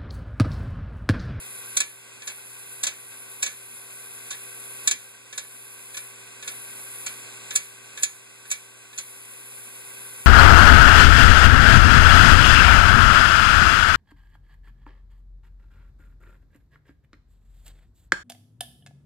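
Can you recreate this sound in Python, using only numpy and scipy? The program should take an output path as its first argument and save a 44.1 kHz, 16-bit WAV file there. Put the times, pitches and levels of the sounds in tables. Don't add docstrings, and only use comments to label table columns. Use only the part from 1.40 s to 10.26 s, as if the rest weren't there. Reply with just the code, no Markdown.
import sys
import numpy as np
from scipy import signal
from scipy.fft import rfft, irfft
from scipy.io import wavfile
from scipy.ndimage import uniform_filter1d

SR = 44100
rng = np.random.default_rng(int(sys.argv[2]) if len(sys.argv) > 2 else 0)


def transcribe(u):
    v = np.clip(np.atleast_2d(u).T, -1, 1)
    q = np.round(v * 32767).astype(np.int16)
    wavfile.write(sys.argv[1], SR, q)


N = 390726
TIME, FREQS = np.arange(N) / SR, np.fft.rfftfreq(N, 1 / SR)
SPINDLE_HZ = 90
MIC_DELAY_S = 15 / SR
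SIDES = np.array([[.5], [-.5]])


def amp(db):
    return 10 ** (np.asarray(db) / 20)


def curve(points, hz):
    f, value = np.transpose(points)
    return np.interp(np.log(hz + 1), np.log(f + 1), value)


def humps(peaks, hz):
    return np.sqrt(sum((amp(db) / (1 + (2 * (hz - f) / width) ** 2)) ** 2 for f, width, db in peaks))


def add(mix, start_s, sound):
    part = mix[:, round(start_s * SR):][:, :sound.shape[1]]
    part += sound[:, :part.shape[1]]


def drift(per_s):
    knots = rng.standard_normal(1000)
    return np.interp(TIME * per_s, np.arange(len(knots)), knots)


def short_power(x):
    return abs(uniform_filter1d((x ** 2).mean(0), size=660, mode="constant"))


def likeness(hz):
    return .99 * np.sinc(2 * hz * MIC_DELAY_S)


def pan(lean, hz):
    gains = amp(SIDES * curve(lean, hz))
    return gains / np.sqrt(np.mean(gains ** 2, axis=0))


def noise(gain, hz, lean, size=N):
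    left, other = rfft(rng.standard_normal((2, size)))
    same = likeness(hz)
    right = same * left + np.sqrt(1 - same ** 2) * other
    return irfft(np.array([left, right]) * gain * pan(lean, hz), size)


def tone(hz, db, lead_s=.00002, wander=0, waver_db=2):
    t = np.cumsum(1 + wander * drift(per_s=6)) / SR + lead_s * SIDES
    level = np.sqrt(2) * amp(db + waver_db * drift(per_s=12))
    return level * np.sin(2 * np.pi * (hz * t + rng.random()))


# (frequency [Hz], level [dB])
AIR_RUSH = [(30, -62), (65, -58.5), (100, -44.5), (160, -47), (250, -46.5), (520, -42.5), (750, -44.5),
            (1050, -37.5), (1800, -55), (3300, -38.5), (4900, -45.5), (8100, -38), (10500, -44),
            (12800, -56), (15000, -80)]
# (frequency [Hz], width [Hz], level [dB])
AIR_RESONANCES = [(240.6, 57, -39.5), (532, 66, -38.5), (710, 35, -39.5), (1464, 130, -34.5),
                  (1561, 84, -30.5), (2084, 446, -36), (2546, 420, -30.5), (8360, 88, -31)]
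# (frequency [Hz], left over right [dB])
BACKGROUND_LEAN = [(1200, -4), (2300, 2.5), (3800, -9.5), (6500, -25), (8000, -31), (9400, 15),
                   (14000, -15.5)]


def air():
    colour = np.hypot(amp(curve(AIR_RUSH, FREQS)), humps(AIR_RESONANCES, FREQS))
    return noise(colour, FREQS, BACKGROUND_LEAN) * amp(.6 * drift(per_s=25))


def room(x, echo_db=-18, fade_s=.32, build_s=.012, dull_hz=4500, size=22050):
    t, hz = np.arange(size) / SR, np.fft.rfftfreq(size, 1 / SR)
    tail = noise(1 / np.hypot(1, hz / dull_hz), hz, BACKGROUND_LEAN, size)
    tail *= np.exp(-np.log(1000) * t / fade_s) * np.minimum(t / build_s, 1)
    tail /= np.linalg.norm(tail[0])
    return amp(echo_db) * signal.fftconvolve(x.mean(0)[None], tail, axes=1)[:, :N]


# (pitch [Hz], level [dB], head start at the left microphone [s])
FAN_HUM = [(120.7, -59.5, 0.00004), (299.6, -69.5, 0.0029), (388.2, -59, 0.00024), (469, -65, 0.000091),
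           (1128, -61.5, 0.00014)]
# (pitch [cycles per turn], level [dB])
SPINDLE_WHINE = [(124, -64), (130, -65), (163, -63)]


def motors():
    fans = sum(tone(hz, db, lead_s, wander=.00069, waver_db=.5) for hz, db, lead_s in FAN_HUM)
    spindle = sum(tone(multiple * SPINDLE_HZ, db) for multiple, db in SPINDLE_WHINE)
    return fans + spindle


# (sets off [s], snaps back [s], tick level [dB], drag where it comes to rest [0-1])
ARM_TRIPS = [(0.493, 0.819, -35.5, 0.52), (3.635, 3.926, -31.5, 0.5), (4.504, 4.543, -34.5, 0.87),
             (4.57, 5.025, -35.5, 0.53), (5.683, 6.106, -30.5, 0.67), (6.18, 6.573, -31.5, 0.65),
             (6.64, 7.053, -43, 0.64), (7.104, 7.528, -41, 0.48)]


def trip(start_s, back_s, creep_s=.17, snap_s=.038):
    return np.clip((TIME - start_s) / creep_s, 0, 1) * np.clip(1 - (TIME - back_s) / snap_s, 0, 1)


def drag_strength(rim_drag=.55, hub_drag=.17):
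    starts, backs, _, rests = np.transpose(ARM_TRIPS)
    inward = sum(trip(start, back) for start, back in zip(starts, backs))
    resting = np.append(rim_drag, rests)[np.searchsorted(backs, TIME)]
    return resting + (hub_drag - resting) * np.minimum(inward, 1)


# (frequency [Hz], width [Hz], level [dB])
RUB_RESONANCES = [(4130, 820, -44), (7360, 600, -37)]


def rub(start_s=5.68, back_s=6.106):
    return noise(humps(RUB_RESONANCES, FREQS), FREQS, BACKGROUND_LEAN) * trip(start_s, back_s)


# (frequency [Hz], width [Hz], level at full drag [dB])
HEAD_RESONANCES = [(9210, 96, -17.5), (9440, 147, -21.5), (11143, 310, -17), (11590, 210, -27.5),
                   (14240, 290, -24.5), (15100, 120, -40)]
# (pitch [cycles per turn], level at full drag [dB])
HEAD_TONES = [(102, -57), (105, -55.5), (123, -47), (125, -63), (158, -61)]


def heads(repeating=.25, flicker_db=.9):
    turn = round(SR / SPINDLE_HZ)
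    one_turn = irfft(np.exp(2j * np.pi * rng.random((2, turn // 2 + 1))), turn) * np.sqrt(turn)
    colour = humps(HEAD_RESONANCES, FREQS)
    buzz = irfft(rfft(one_turn[:, np.arange(N) % turn]) * colour * pan(BACKGROUND_LEAN, FREQS), N)
    hiss = noise(colour, FREQS, BACKGROUND_LEAN)
    singing = sum(tone(multiple * SPINDLE_HZ, db) for multiple, db in HEAD_TONES)
    drag = np.sqrt(repeating) * buzz + np.sqrt(1 - repeating) * hiss + singing
    return drag * drag_strength() * amp(flicker_db * drift(per_s=30))


def treble(hz, db_per_octave):
    return amp(db_per_octave * np.log2(np.maximum(hz / 2400, 1)))


def die_away(t, rise_s, fade_s, hold_s=.0031):
    return np.exp(-np.log(1000) * np.maximum(t - rise_s - hold_s, 0) / fade_s[:, None])


# (frequency [Hz], relative level [dB])
CLATTER_COLOUR = [(60, -42), (400, -30), (900, -33), (1500, -26.5), (2400, -18), (3700, -15.5), (4900, -16),
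                  (6300, -8.5), (7400, -7.5), (8600, -7.5), (10500, -16.5), (12700, -28.5), (14700, -20),
                  (16000, -38)]
# (frequency [Hz], fade time [s])
CLATTER_FADE = [(500, 0.24), (2000, 0.22), (4000, 0.13), (8000, 0.061), (15000, 0.077)]
# (frequency [Hz], left over right [dB])
CLATTER_LEAN = [(1700, -1.5), (2300, -12), (3600, 6), (5200, -27), (6750, -17), (7300, 8), (8500, -21),
                (11000, -14), (15000, 5)]


def clatter(t, rise_s, brightness):
    size = len(t)
    hz = np.fft.rfftfreq(size, 1 / SR)
    colour = amp(curve(CLATTER_COLOUR, hz))
    colour = colour / np.sqrt(np.mean(colour ** 2)) * treble(hz, brightness)
    band_hz, times, bands = signal.stft(noise(colour, hz, CLATTER_LEAN, size), SR, nperseg=256)
    fading = die_away(times, rise_s, curve(CLATTER_FADE, band_hz))
    return signal.istft(bands * fading, SR)[1][:, :size]


def ring(t, rise_s, brightness, tones, detune=.0022, scatter_db=1.8, swell_cycles=5.4):
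    hz, db, fade_s, lead = np.transpose(tones)
    hz = hz * (1 + detune * rng.standard_normal(len(hz)))
    height = amp(db + scatter_db * rng.standard_normal(len(hz))) * treble(hz, brightness)
    phase = 2 * np.pi * rng.random(len(hz)) + SIDES * lead
    cycles = hz[:, None] * t
    swell = 1 - np.exp(-cycles / swell_cycles)
    waves = np.sin(2 * np.pi * cycles + phase[..., None]) * die_away(t, rise_s, fade_s) * swell
    return np.sqrt(2) * (waves * height[:, None]).sum(1)


# (pitch [Hz], relative level [dB], fade time [s], head start at the left microphone [radians])
CASE_TONES = [(549, -31, .07, .2), (764, -36, .06, 1.1), (1070, -29.5, .05, 1.3), (1135, -32, .05, 1.4),
              (1440, -27.5, .045, 1.6), (1520, -26, .045, 1.7)]
FRAME_TONES = [(1712, -20, .11, 1.9), (3668, -20, .1, 1.1), (3830, -23.5, .07, -.9)]
PLATTER_TONES = [(2270, -22.5, 0.2, 2), (2375, -23, .18, -1.5), (2550, -17.5, 0.11, -2.5)]
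ARM_TONES = [(3312, -24, 0.15, -1.3), (3420, -19, 0.074, -2.5), (4107, -21, 0.04, 0),
             (4220, -26.5, 0.068, -.3), (4200, -26.5, 0.056, 1.5), (4320, -21, .06, 3),
             (5420, -28, 0.054, -3.5), (5940, -22, 0.074, 1.2), (6460, -21, .06, -8.5),
             (6600, -12, 0.11, -3.5), (6810, -9.5, 0.045, -1.6), (7020, -13.5, 0.075, 1.5),
             (7250, -19, 0.054, 0.2), (7880, -15.5, 0.078, 7), (7560, -19, .07, 2.4),
             (7940, -32, 0.052, -1), (8250, -35, 0.043, 8.5), (8610, -6, 0.085, 1.5),
             (8920, -30, 0.05, -0.5), (11260, -23, .07, 1.5)]
PING_TONES = [(6510, -17, 0.25, -1.5), (6800, -21, 0.25, -2.1)]


def blow(force_db, rise_s, frame_db, platter_db, ping_db, arm_db=0, dulling=0, hard_db=-13.5):
    t = np.arange(12288) / SR
    brightness = .8 - .37 * max(hard_db - force_db, 0) - dulling
    parts = [(CASE_TONES, 1.8), (FRAME_TONES, frame_db), (PLATTER_TONES, platter_db),
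             (PING_TONES, ping_db), (ARM_TONES, arm_db)]
    tones = [(hz, db + part_db, fade_s, lead) for part, part_db in parts for hz, db, fade_s, lead in part]
    sound = amp(-2.5) * clatter(t, rise_s, brightness) + ring(t, rise_s, brightness, tones)
    sound *= np.minimum(t / rise_s, 1) ** .49
    return amp(force_db) * sound / np.sqrt(short_power(sound).max())


# (time [s], force [dB], rise time [s], frame [dB], platter [dB], arm [dB], ping [dB],
#  graze comes earlier by [s], graze strength [0-1])
ARM_LANDINGS = [(.369, -15.5, 0.00087, -0.5, 0, -1.5, -8, .003, 0.32),
                (.872, -24.5, 0.0044, -1, -4, -1.5, -12, 0, 0),
                (1.4343, -18, 0.0011, -1, -11, -5, -7, .003, 0.4),
                (2.0262, -16, .0022, 1.5, 1.5, -9, -3, .003, 0.28),
                (2.904, -27.5, .006, -1.5, -15, -3.5, -12, 0, 0),
                (3.4738, -12, 0.0011, 2.5, 2, 2.5, -6, 0, 0),
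                (3.976, -21.5, 0.0035, 1.5, -5, -3, -12, 0, 0),
                (4.568, -27.5, 0.0046, 0, 1.5, -6, -10, 0, 0),
                (5.074, -27, 0.0045, 0.5, -1, -2.5, -12, 0, 0.1),
                (5.661, -27, 0.0059, -9, -3.5, -8, -10, 0, 0.06),
                (6.157, -14, .0025, -2.5, -0.5, 1, -8, .004, 0.31),
                (6.6321, -11, 0.00054, 2, 4.5, 2.5, 1, .008, 0.14),
                (7.113, -15, 0.0011, -0.5, 5.5, -1, -12, .011, 0.24),
                (7.584, -22.5, 0.00083, -9, -7, 3, -12, .007, 0.57)]
# (time [s], force [dB], frame [dB], platter [dB], ping [dB])
ARM_BOUNCES = [(0.4026, -13.5, 3.5, 2, -10), (.898, -34, -10, 1, -12), (1.467, -18, -11, -4, -6),
               (2.062, -22, 2, -2, -12), (2.928, -36, 7, -3, -12), (3.511, -13, 1.5, 0, -5)]


def knocking_arm():
    mix = np.zeros((2, N))
    for _, back_s, tick_db, _ in ARM_TRIPS:
        add(mix, back_s, blow(tick_db, rise_s=.00051, frame_db=4, platter_db=-3, ping_db=-1, dulling=1.3))
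    for time_s, force_db, rise_s, frame_db, platter_db, arm_db, ping_db, early_s, graze in ARM_LANDINGS:
        part_levels = frame_db, platter_db, ping_db, arm_db
        add(mix, time_s, blow(force_db, rise_s, *part_levels))
        if graze > 0:
            add(mix, time_s - early_s, graze * blow(force_db, .00086, *part_levels))
    for time_s, force_db, *part_levels in ARM_BOUNCES:
        add(mix, time_s, blow(force_db, .00048, *part_levels, dulling=2))
    return mix


def scene():
    background = air() + motors() + heads() + rub()
    knocks = knocking_arm()
    return background + knocks + room(knocks)


def widen(pair, amount=.93):
    cross = amount * np.exp(-2j * np.pi * FREQS * MIC_DELAY_S)
    colouring = np.sqrt(1 + abs(cross) ** 2 - 2 * likeness(FREQS) * cross.real)
    spectrum = rfft(pair)
    return irfft((spectrum - cross * spectrum[::-1]) / colouring, N)


def gain_control(x, threshold_db=-26, attack_per_s=22, recovery_db_per_s=3.5, least_cut_db=.4, step=147):
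    cuts_db = [1.6]
    for level_db in 10 * np.log10(short_power(x)[::step] + 1e-12):
        over_db = max(level_db - cuts_db[-1] - threshold_db, 0)
        change_db = step / SR * (attack_per_s * over_db - recovery_db_per_s)
        cuts_db.append(max(cuts_db[-1] + change_db, least_cut_db))
    return x * amp(-np.interp(np.arange(N) / step, np.arange(len(cuts_db)), cuts_db))


def record(dry, ceiling=.72, top_hz=15900):
    low_pass = signal.firwin(511, top_hz, window=("kaiser", 9), fs=SR)
    limited = np.clip(gain_control(widen(dry)), -ceiling, ceiling)
    return signal.oaconvolve(limited, low_pass[None], "same")


dry = scene()
out = record(dry)
transcribe(out)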